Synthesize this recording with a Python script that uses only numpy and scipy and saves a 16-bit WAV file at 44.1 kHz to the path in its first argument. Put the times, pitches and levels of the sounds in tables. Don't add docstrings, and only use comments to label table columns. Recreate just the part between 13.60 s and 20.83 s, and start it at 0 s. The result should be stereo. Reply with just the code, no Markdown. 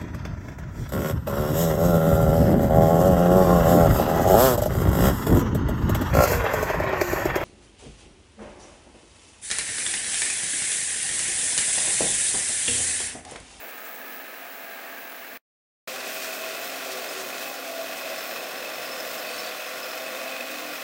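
import sys
import numpy as np
from scipy import signal
from scipy.fft import rfft, irfft, next_fast_len
from scipy.io import wavfile

SR = 44100
rng = np.random.default_rng(int(sys.argv[2]) if len(sys.argv) > 2 else 0)


def dump(signal):
    limited = np.clip(np.atleast_2d(signal).T, -1, 1)
    pcm = np.round(limited * 32767).astype(np.int16)
    wavfile.write(sys.argv[1], SR, pcm)


N = 318843
T, HZ = np.arange(N) / SR, np.fft.rfftfreq(N, 1 / SR)
FAR_S, NEAR_S = (0, 1.7745), (2.2745, 7.24)
PASS_MID_S, PASS_LENGTH_S = 4.24, 1.27
CRUISE_REV_PER_S, PUMP_RATIO = 23, 5.625
FITTING_HZ, FITTING_WIDTH_HZ = 5255, 169

# t/s, speed/(rev/s)
CRANK_SPEED = [(0, 22.9), (0.5, 22.95), (0.75, 23.15), (1.5, 23.25), (2.3, 23.05), (2.82, 22.98),
               (3.15, 23.5), (3.52, 22.5), (3.87, 23.55), (4.05, 23.7), (4.92, 22.45), (5.45, 22.65),
               (5.97, 22.42), (6.5, 23.02), (6.68, 23.42), (7.05, 23.06)]
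ORDERS = [6, 7, 8, 9.5, 10.5, 12, 13, 16, 20, 22, 24, 26.5, 29, 30, 34]
FAR_DRONE_DB = [-77, -89, -85.5, -68, -77, -64.5, -79.5, -72, -61, -76, -66.5, -73, -58, -71.5, -64.5]
NEAR_DRONE_DB = [-71.5, -74, -73, -64, -83, -79, -60.5, -77, -69.5, -59.5, -61, -69, -70, -63, -56]
# order, mid/s, length/s, gain/dB
DRONE_SURGES = [(29, 1.2, 1.2, 7), (34, 1.15, .5, 11), (30, 3, 0.33, 16), (24, 4.4, 0.48, 13.5),
                (30, 4.8, 0.54, 12), (24, 8.4, .45, 15), (13, 7.2, 1.1, 6)]
# t/s, low/dB, clatter/dB
FAR_ROAR = [(0.0, -44.5, -43), (0.866, -47, -42.5), (1.208, -45.5, -41.5), (1.75, -47, -42)]
NEAR_ROAR = [(2.28, -41, -38), (2.6, -40, -38.5), (3.2, -39.5, -37.5), (3.6, -37.5, -38), (4.05, -40, -39),
             (4.5, -37.5, -38), (5.75, -38, -37), (6.05, -41.5, -37), (6.27, -38, -37.5),
             (7.23, -40.5, -37.5)]
# f/Hz, relative level/dB
FAR_SPECTRUM = [(25, -48.5), (60, -38), (90, -22.5), (150, -15.5), (260, 1.5), (420, 0), (660, 6),
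                (830, 1.5), (970, -4.5), (1650, 0), (2550, -3), (3200, -9), (4700, -14.5), (9000, -20),
                (16000, -13)]
NEAR_SPECTRUM = [(25, -51), (60, -45), (90, -31), (150, -20), (270, -5.5), (410, -3.5), (520, 3), (720, 5),
                 (900, -7.5), (1100, 3.5), (2000, 0.5), (3100, -2.5), (5500, -7.5), (9000, -15.5),
                 (16000, -13.5)]
# f/Hz, width/Hz, gain/dB
FAR_BODY = [(1280, 180, 1), (1384, 87, -5), (1840, 210, 1), (1950, 32, -10), (2564, 110, 1.5),
            (4000, 175, 2)]
NEAR_BODY = [(664, 18, 1), (1200, 180, 3.5), (1247, 127, -7.5), (1434, 65, 4.5), (1970, 180, 2),
             (2270, 130, -0.5), (3600, 106, 6.5), (3830, 200, -7), (4000, 150, 6)]
# f/Hz, coherence
FAR_COHERENCE = [(130, .998), (290, 1), (640, 0.9), (1410, 0.69), (3100, 0), (7000, 0.12), (15000, 0)]
NEAR_COHERENCE = [(130, .999), (290, 1), (640, 0.99), (1410, 0.91), (3100, 0.73), (7000, 0.53),
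                  (15000, 0.6)]
# f/Hz, width/Hz, relative level/dB
BLOCK_MODES = [(1560, 280, -18.5), (1940, 200, -0.5), (2550, 82, 22), (3730, 190, -22), (4360, 680, -13)]
BOOM_MODES = [(470, 123, 0)]
RASP_MODES = [(2490, 180, 0)]
SCRAPE_MODES = [(3700, 130, -4), (3980, 95, 1), (4540, 90, 5), (7140, 200, -11)]
# mid/s, length/s, gain/dB
KNOCK_SWELLS = [(2.3, 0.6, -2), (2.72, 0.25, 0), (3.4, .9, -5), (3.8, .16, 1.5), (4.0, 0.5, -5),
                (5.42, .25, -3.5), (6.25, 0.61, 0), (6.76, 0.6, 2.5)]
PANEL_SWELLS = [(1.17, .4, 5.5), (1.41, .2, 6)]
# t/s, level/dB
BOOM_LEVEL = [(3.3, -70), (3.44, -46), (3.55, -45), (3.66, -48), (3.8, -70)]
RASP_LEVEL = [(2.3, -65), (2.42, -45), (2.54, -43), (2.62, -43.5), (2.85, -48), (3.3, -49), (3.9, -60),
              (6.3, -58), (6.78, -49), (7.2, -58)]
SCRAPE_LEVEL = [(5.55, -80), (5.68, -44), (5.82, -43), (5.91, -44), (5.95, -80)]
FITTING_LEVEL = [(2.3, -53), (4.2, -57), (4.55, -48.5), (5.05, -52), (5.3, -47), (5.75, -48.5), (6.0, -60),
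                 (6.28, -50), (6.55, -55.5), (7.2, -54)]
# t/s, f/Hz, relative level/dB
CLINKS = [(3.487, 5150, -39), (4.370, 5260, -46), (4.500, 5100, -45), (4.593, 5280, -46),
          (4.792, 5200, -47), (4.966, 5240, -43), (5.144, 5260, -45), (5.256, 5140, -43),
          (5.321, 5320, -40), (5.409, 5130, -46), (5.540, 5310, -50), (5.586, 5170, -41),
          (5.786, 5260, -37), (6.072, 5170, -43), (6.228, 5200, -41), (6.312, 5180, -45)]
# harmonic, far/dB, before pass/dB, after pass/dB, speed slope/(dB per rev/s)
PUMP_HARMONICS = [(2, -63, -56, -56, 5.5), (3, -77, -51, -67, -6), (4, -61, -56, -46.5, 2),
                  (5, -62.5, -47, -47, -1.5)]
# harmonic, mid/s, length/s, gain/dB
PUMP_SURGES = [(2, 2.9, 0.37, -2), (2, 5.95, 0.41, -15), (2, 6.95, 0.93, 4), (3, 3.45, 0.82, -19),
               (4, 2.35, 0.34, 9), (4, 3.36, 0.26, 13.5), (4, 4.4, 1, -4), (4, 7.15, 0.34, -12),
               (5, 2.27, 0.26, -12), (5, 2.78, 0.85, 6), (5, 4.5, 0.23, 8), (5, 3.85, 0.44, -8.5),
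               (5, 4.2, 0.19, 11), (5, 4.1, .16, 10), (5, 6.4, .2, 4.5), (5, 9.6, 0.18, -7),
               (5, 6.7, 0.28, 8.5), (5, 7.1, 0.69, -6)]
# t/s, length/s, f/Hz, glide/(Hz/s), width/Hz, level/dB
SQUEALS = [(0.02, 0.94, 1270, 0, 9, -53.5), (0.04, 0.82, 1712, 0, 10, -54), (0.81, 0.07, 685, 0, 20, -46.5),
           (1.03, 0.24, 1600, 0, 25, -52), (1.1, 0.36, 1675, 0, 20, -53), (3.2, .5, 396, -52, 3, -46.5),
           (3.47, 0.3, 6600, 0, 302, -51), (5.682, .1, 8600, 0, 201, -53), (6.11, 0.3, 1416, 0, 12, -47.5),
           (6.14, .3, 1324, 0, 12, -54)]
# mid/s, length/s, gain/dB
GUSHES = [(2.62, 0.55, 2.5), (3.52, 0.27, 1.5), (3.82, 0.17, 3), (4.12, 0.36, -1.2), (4.42, 0.38, 1),
          (4.75, 0.69, 2.5), (5.05, .2, -1), (5.6, 1, 2)]
# f/Hz, relative level/dB
SPLASH_SPECTRUM = [(300, -53), (1500, 4.5), (3000, 3.5), (5500, 4), (8000, 2), (11000, -3.5), (16000, -5)]
FAR_SONG = [(3000, -51), (9000, -23.5), (12000, -20), (13500, -8), (14700, -2.5), (15700, 6)]
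NEAR_SONG = [(3000, -43), (9000, -32), (12300, -11.5), (13500, -6), (14500, 1), (15700, -0.5)]
# mid/s, length/s, level/dB
CHIRPS = [(0.01, 0.073, -54.5), (.095, .06, -53.5), (.187, .035, -53), (.262, .07, -52.5),
          (.355, 0.044, -52.5)]


def exhaust_drone(crank_rev, levels_db, waver_db, jitter_rad):
    out = np.zeros(N)
    for order, db in zip(ORDERS, levels_db):
        level = amp(db + surges_db(DRONE_SURGES, order) + waver_db * wander(5.9))
        out += level * np.sin(2 * np.pi * order * crank_rev + jitter_rad * wander(22))
    return np.sqrt(2) * out


def engine_roar(crank_rev, levels, spectrum, body, coherence, low_trim_db, high_trim_db, throb, grain_db):
    body_db = sum(db / (1 + (2 * (HZ - hz) / width_hz) ** 2) for hz, width_hz, db in body)
    noise = filtered(stereo(rng.standard_normal((2, N)), coherence), amp(per_bin(spectrum) + body_db))
    low = filtered(noise, lowpass(930, 8))
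    rush = low / band_rms(noise, 200, 900)
    clatter = (noise - low) / band_rms(noise, 1000, 3000)
    rumble = filtered(rush, lowpass(110, 8))
    rush += rumble * (amp(-2.5 + 4 * wander(9)) - 1)
    beat = 1 + throb * np.cos(2 * np.pi * (2 * crank_rev - .2))
    clatter *= unit_rms(beat * amp(grain_db * wander(180)))
    return rush * amp(curve(levels) + low_trim_db) + clatter * amp(curve(levels, column=2) + high_trim_db)


def knock(crank_rev, modes, level_db, decay_cycles, floor):
    cycles = 2 * crank_rev
    strength = rng.uniform(.6, 1.4, N)[cycles.astype(int)]
    bursts = (floor + strength * np.exp(-(cycles % 1) / decay_cycles)) * rng.standard_normal((2, N))
    response = sum(amp(db) / (1 + 1j * (HZ - hz) / width_hz) ** 2 for hz, width_hz, db in modes)
    return amp(level_db) * unit_rms(filtered(stereo(bursts, NEAR_COHERENCE), response))


def block_knock(crank_rev, far_db=-61, near_db=-43.5, drift_hz=18):
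    level_db = np.where(T < NEAR_S[0], far_db, near_db + swells(KNOCK_SWELLS))
    ring = knock(crank_rev, BLOCK_MODES, level_db, decay_cycles=.2, floor=.58)
    drift_cycles = np.cumsum(drift_hz * wander(7)) / SR
    return (signal.hilbert(ring) * np.exp(2j * np.pi * drift_cycles)).real


def slurry_thud(crank_rev):
    boom = knock(crank_rev, BOOM_MODES, curve(BOOM_LEVEL), decay_cycles=.4, floor=.6)
    return filtered(boom, 1 - lowpass(280, 6))


def pump_hum(crank_rev, flutter=.3, jitter_rad=1.28, drift_rad=.073):
    overspeed = curve(CRANK_SPEED) - CRUISE_REV_PER_S
    out = np.zeros(N)
    for k, far_db, before_db, after_db, slope in PUMP_HARMONICS:
        near_db = passing_db(before_db, after_db) + slope * overspeed + surges_db(PUMP_SURGES, k)
        level = amp(np.where(T < NEAR_S[0], far_db, near_db)) * (1 + flutter * wander(30))
        phase_rad = 2 * np.pi * k * PUMP_RATIO * crank_rev
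        out += level * np.sin(phase_rad + jitter_rad / k * wander(14) + drift_rad * k * wander(4))
    return np.sqrt(2) * out


def slurry(drops_per_s=3000, hiss=1.4, waver_db=1.4, echo_s=.00156):
    sizes = amp(2 * np.minimum(rng.exponential(1, (2, N)), 4))
    drops = sizes * rng.choice([-1, 1], (2, N)) * (rng.random((2, N)) < drops_per_s / SR)
    splash = unit_rms(drops) + hiss * rng.standard_normal((2, N))
    comb = 1 + .28 * np.exp(-2j * np.pi * HZ * echo_s)
    splash = filtered(stereo(splash, NEAR_COHERENCE), amp(per_bin(SPLASH_SPECTRUM)) * comb)
    level_db = passing_db(-45.5, -50) + swells(GUSHES) + waver_db * wander(22)
    return splash / band_rms(splash, 6000, 12000) * amp(level_db)


def fitting_rattle(crank_rev):
    fits = unit_rms(np.clip(1 + .3 * wander(14), .2, 1.6))
    modes = [(FITTING_HZ, FITTING_WIDTH_HZ, 0)]
    return fits * knock(crank_rev, modes, curve(FITTING_LEVEL), decay_cycles=.34, floor=.16)


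def fitting_clinks(rise_s=.0027, decay_s=.016):
    chatter_cycles = np.cumsum(.5 * FITTING_WIDTH_HZ * wander(203)) / SR
    out = np.zeros(N)
    for start_s, hz, db in CLINKS:
        age_s = np.maximum(T - start_s, 0)
        envelope = np.minimum(age_s / rise_s, 1) * np.exp(-age_s / decay_s)
        out += 2 * amp(db) * envelope * np.sin(2 * np.pi * (hz * age_s + chatter_cycles))
    return out


def panel_rattle(crank_rev, hz=1630, width_hz=74, base_db=-53):
    level_db = base_db + swells(PANEL_SWELLS)
    return knock(crank_rev, [(hz, width_hz, 0)], level_db, decay_cycles=.5, floor=.76)


def rasp_and_scrape(crank_rev):
    rasp = knock(crank_rev, RASP_MODES, curve(RASP_LEVEL), decay_cycles=.3, floor=.7)
    return rasp + knock(crank_rev, SCRAPE_MODES, curve(SCRAPE_LEVEL), decay_cycles=.48, floor=.56)


def squeals():
    out = np.zeros(N)
    for start_s, length_s, hz, glide_hz_per_s, width_hz, db in SQUEALS:
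        envelope = np.sqrt(abs(np.sin(np.pi * np.clip((T - start_s) / length_s, 0, 1))))
        roughness = 1 + .5 * wander(2 * width_hz)
        pitch_hz = hz + glide_hz_per_s * (T - start_s) + width_hz * wander(2 * width_hz)
        out += amp(db) * envelope * roughness * np.sin(2 * np.pi * np.cumsum(pitch_hz) / SR)
    return np.sqrt(2) * out


def crickets(level_db, song, stroke_cycles, chorus, coherence, right_db, wing_hz=103.6):
    wing_cycles = np.cumsum(wing_hz * (1 + .003 * wander(6))) / SR
    strokes = np.exp(-((wing_cycles % 1 - .5) / stroke_cycles) ** 2) * amp(1.8 * wander(60))
    buzz = strokes * rng.standard_normal((2, N)) + chorus * rng.standard_normal((2, N))
    buzz = stereo(buzz, [(1, coherence)])
    buzz = filtered(buzz, amp(per_bin(song))) * amp([[-right_db / 2], [right_db / 2]])
    return buzz / band_rms(buzz, 13000, 16000) * amp(level_db + 1.7 * wander(4))


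def insect_chirps(centre_hz=7800, half_width_hz=2200):
    response = 1 / (1 + ((HZ - centre_hz) / half_width_hz) ** 4)
    hiss = unit_rms(filtered(rng.standard_normal(N), response))
    return hiss * swells([(mid_s, length_s, amp(db)) for mid_s, length_s, db in CHIRPS])


def amp(db):
    return 10 ** (np.asarray(db) / 20)


def unit_rms(x):
    return x / np.sqrt(np.mean(x ** 2) + 1e-20)


def band_rms(pair, low_hz, high_hz):
    return np.std(filtered(pair.mean(0), (HZ > low_hz) & (HZ < high_hz))) + 1e-12


def curve(rows, column=1):
    rows = np.asarray(rows)
    return np.interp(T, rows[:, 0], rows[:, column])


def passing_db(before_db, after_db):
    return before_db + (after_db - before_db) * np.clip((T - PASS_MID_S) / PASS_LENGTH_S + .5, 0, 1)


def swells(rows):
    return sum(height * np.cos(np.pi * np.clip((T - mid_s) / length_s, -.5, .5)) ** 2
               for mid_s, length_s, height in rows)


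def surges_db(rows, harmonic):
    return swells([row[1:] for row in rows if row[0] == harmonic])


def per_bin(rows):
    hz, value = np.transpose(rows)
    return np.interp(np.log(HZ + 1), np.log(hz), value)


def lowpass(corner_hz, order):
    return 1 / (1 + (HZ / corner_hz) ** order)


def filtered(x, gain):
    return irfft(rfft(x) * gain, N)


def wander(rate_hz, hop=16):
    count = next_fast_len(N // hop + 2)
    hz = np.fft.rfftfreq(count, hop / SR)
    drift = irfft(rfft(rng.standard_normal(count)) / (1 + (hz / rate_hz) ** 4), count)
    return np.interp(T, np.arange(count) * hop / SR, unit_rms(drift))


def stereo(pair, coherence):
    likeness = np.clip(per_bin(coherence), -1, 1)
    mid = filtered(pair[0], np.sqrt((1 + likeness) / 2))
    side = filtered(pair[1], np.sqrt((1 - likeness) / 2))
    return np.array([mid + side, mid - side])


def gate(start_s, end_s, edge_s=.0013):
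    return np.clip((T - start_s) / edge_s + .3, 0, 1) * (T < end_s)


def scene():
    crank_rev = np.cumsum(curve(CRANK_SPEED)) / SR
    machine = pump_hum(crank_rev) + squeals() + block_knock(crank_rev)

    far = engine_roar(crank_rev, FAR_ROAR, FAR_SPECTRUM, FAR_BODY, FAR_COHERENCE,
                      low_trim_db=-2.5, high_trim_db=-.5, throb=.046, grain_db=.7)
    far += machine + exhaust_drone(crank_rev, FAR_DRONE_DB, waver_db=2, jitter_rad=.31)
    far += panel_rattle(crank_rev)
    far[0] = filtered(far[0], amp(per_bin([(400, .061), (2400, -1.7), (4500, .44)])))
    far += crickets(-44.5 - .5 * T, FAR_SONG, stroke_cycles=.23, chorus=.9, coherence=-.1, right_db=4.5)
    far += insect_chirps()

    near = engine_roar(crank_rev, NEAR_ROAR, NEAR_SPECTRUM, NEAR_BODY, NEAR_COHERENCE,
                       low_trim_db=-1.4, high_trim_db=-1.5, throb=.079, grain_db=1.5)
    near += machine + exhaust_drone(crank_rev, NEAR_DRONE_DB, waver_db=3.5, jitter_rad=.63)
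    near += fitting_rattle(crank_rev) + fitting_clinks() + rasp_and_scrape(crank_rev)
    near += slurry_thud(crank_rev) + slurry()
    near += crickets(passing_db(-46, -47.8), NEAR_SONG,
                     stroke_cycles=.07, chorus=.38, coherence=-.45, right_db=-1.6)

    after_s = np.maximum(T - FAR_S[1], 0)
    far_tail = (T >= FAR_S[1]) * (after_s < .05) * amp(-15 - 950 * after_s)
    return far * (gate(*FAR_S) + far_tail) + near * gate(*NEAR_S)


def record(dry):
    taps = signal.firwin(601, 15850, window=("kaiser", 8), fs=SR)
    return signal.oaconvolve(dry, taps[None], "same")


dry = scene()
out = record(dry)
dump(out)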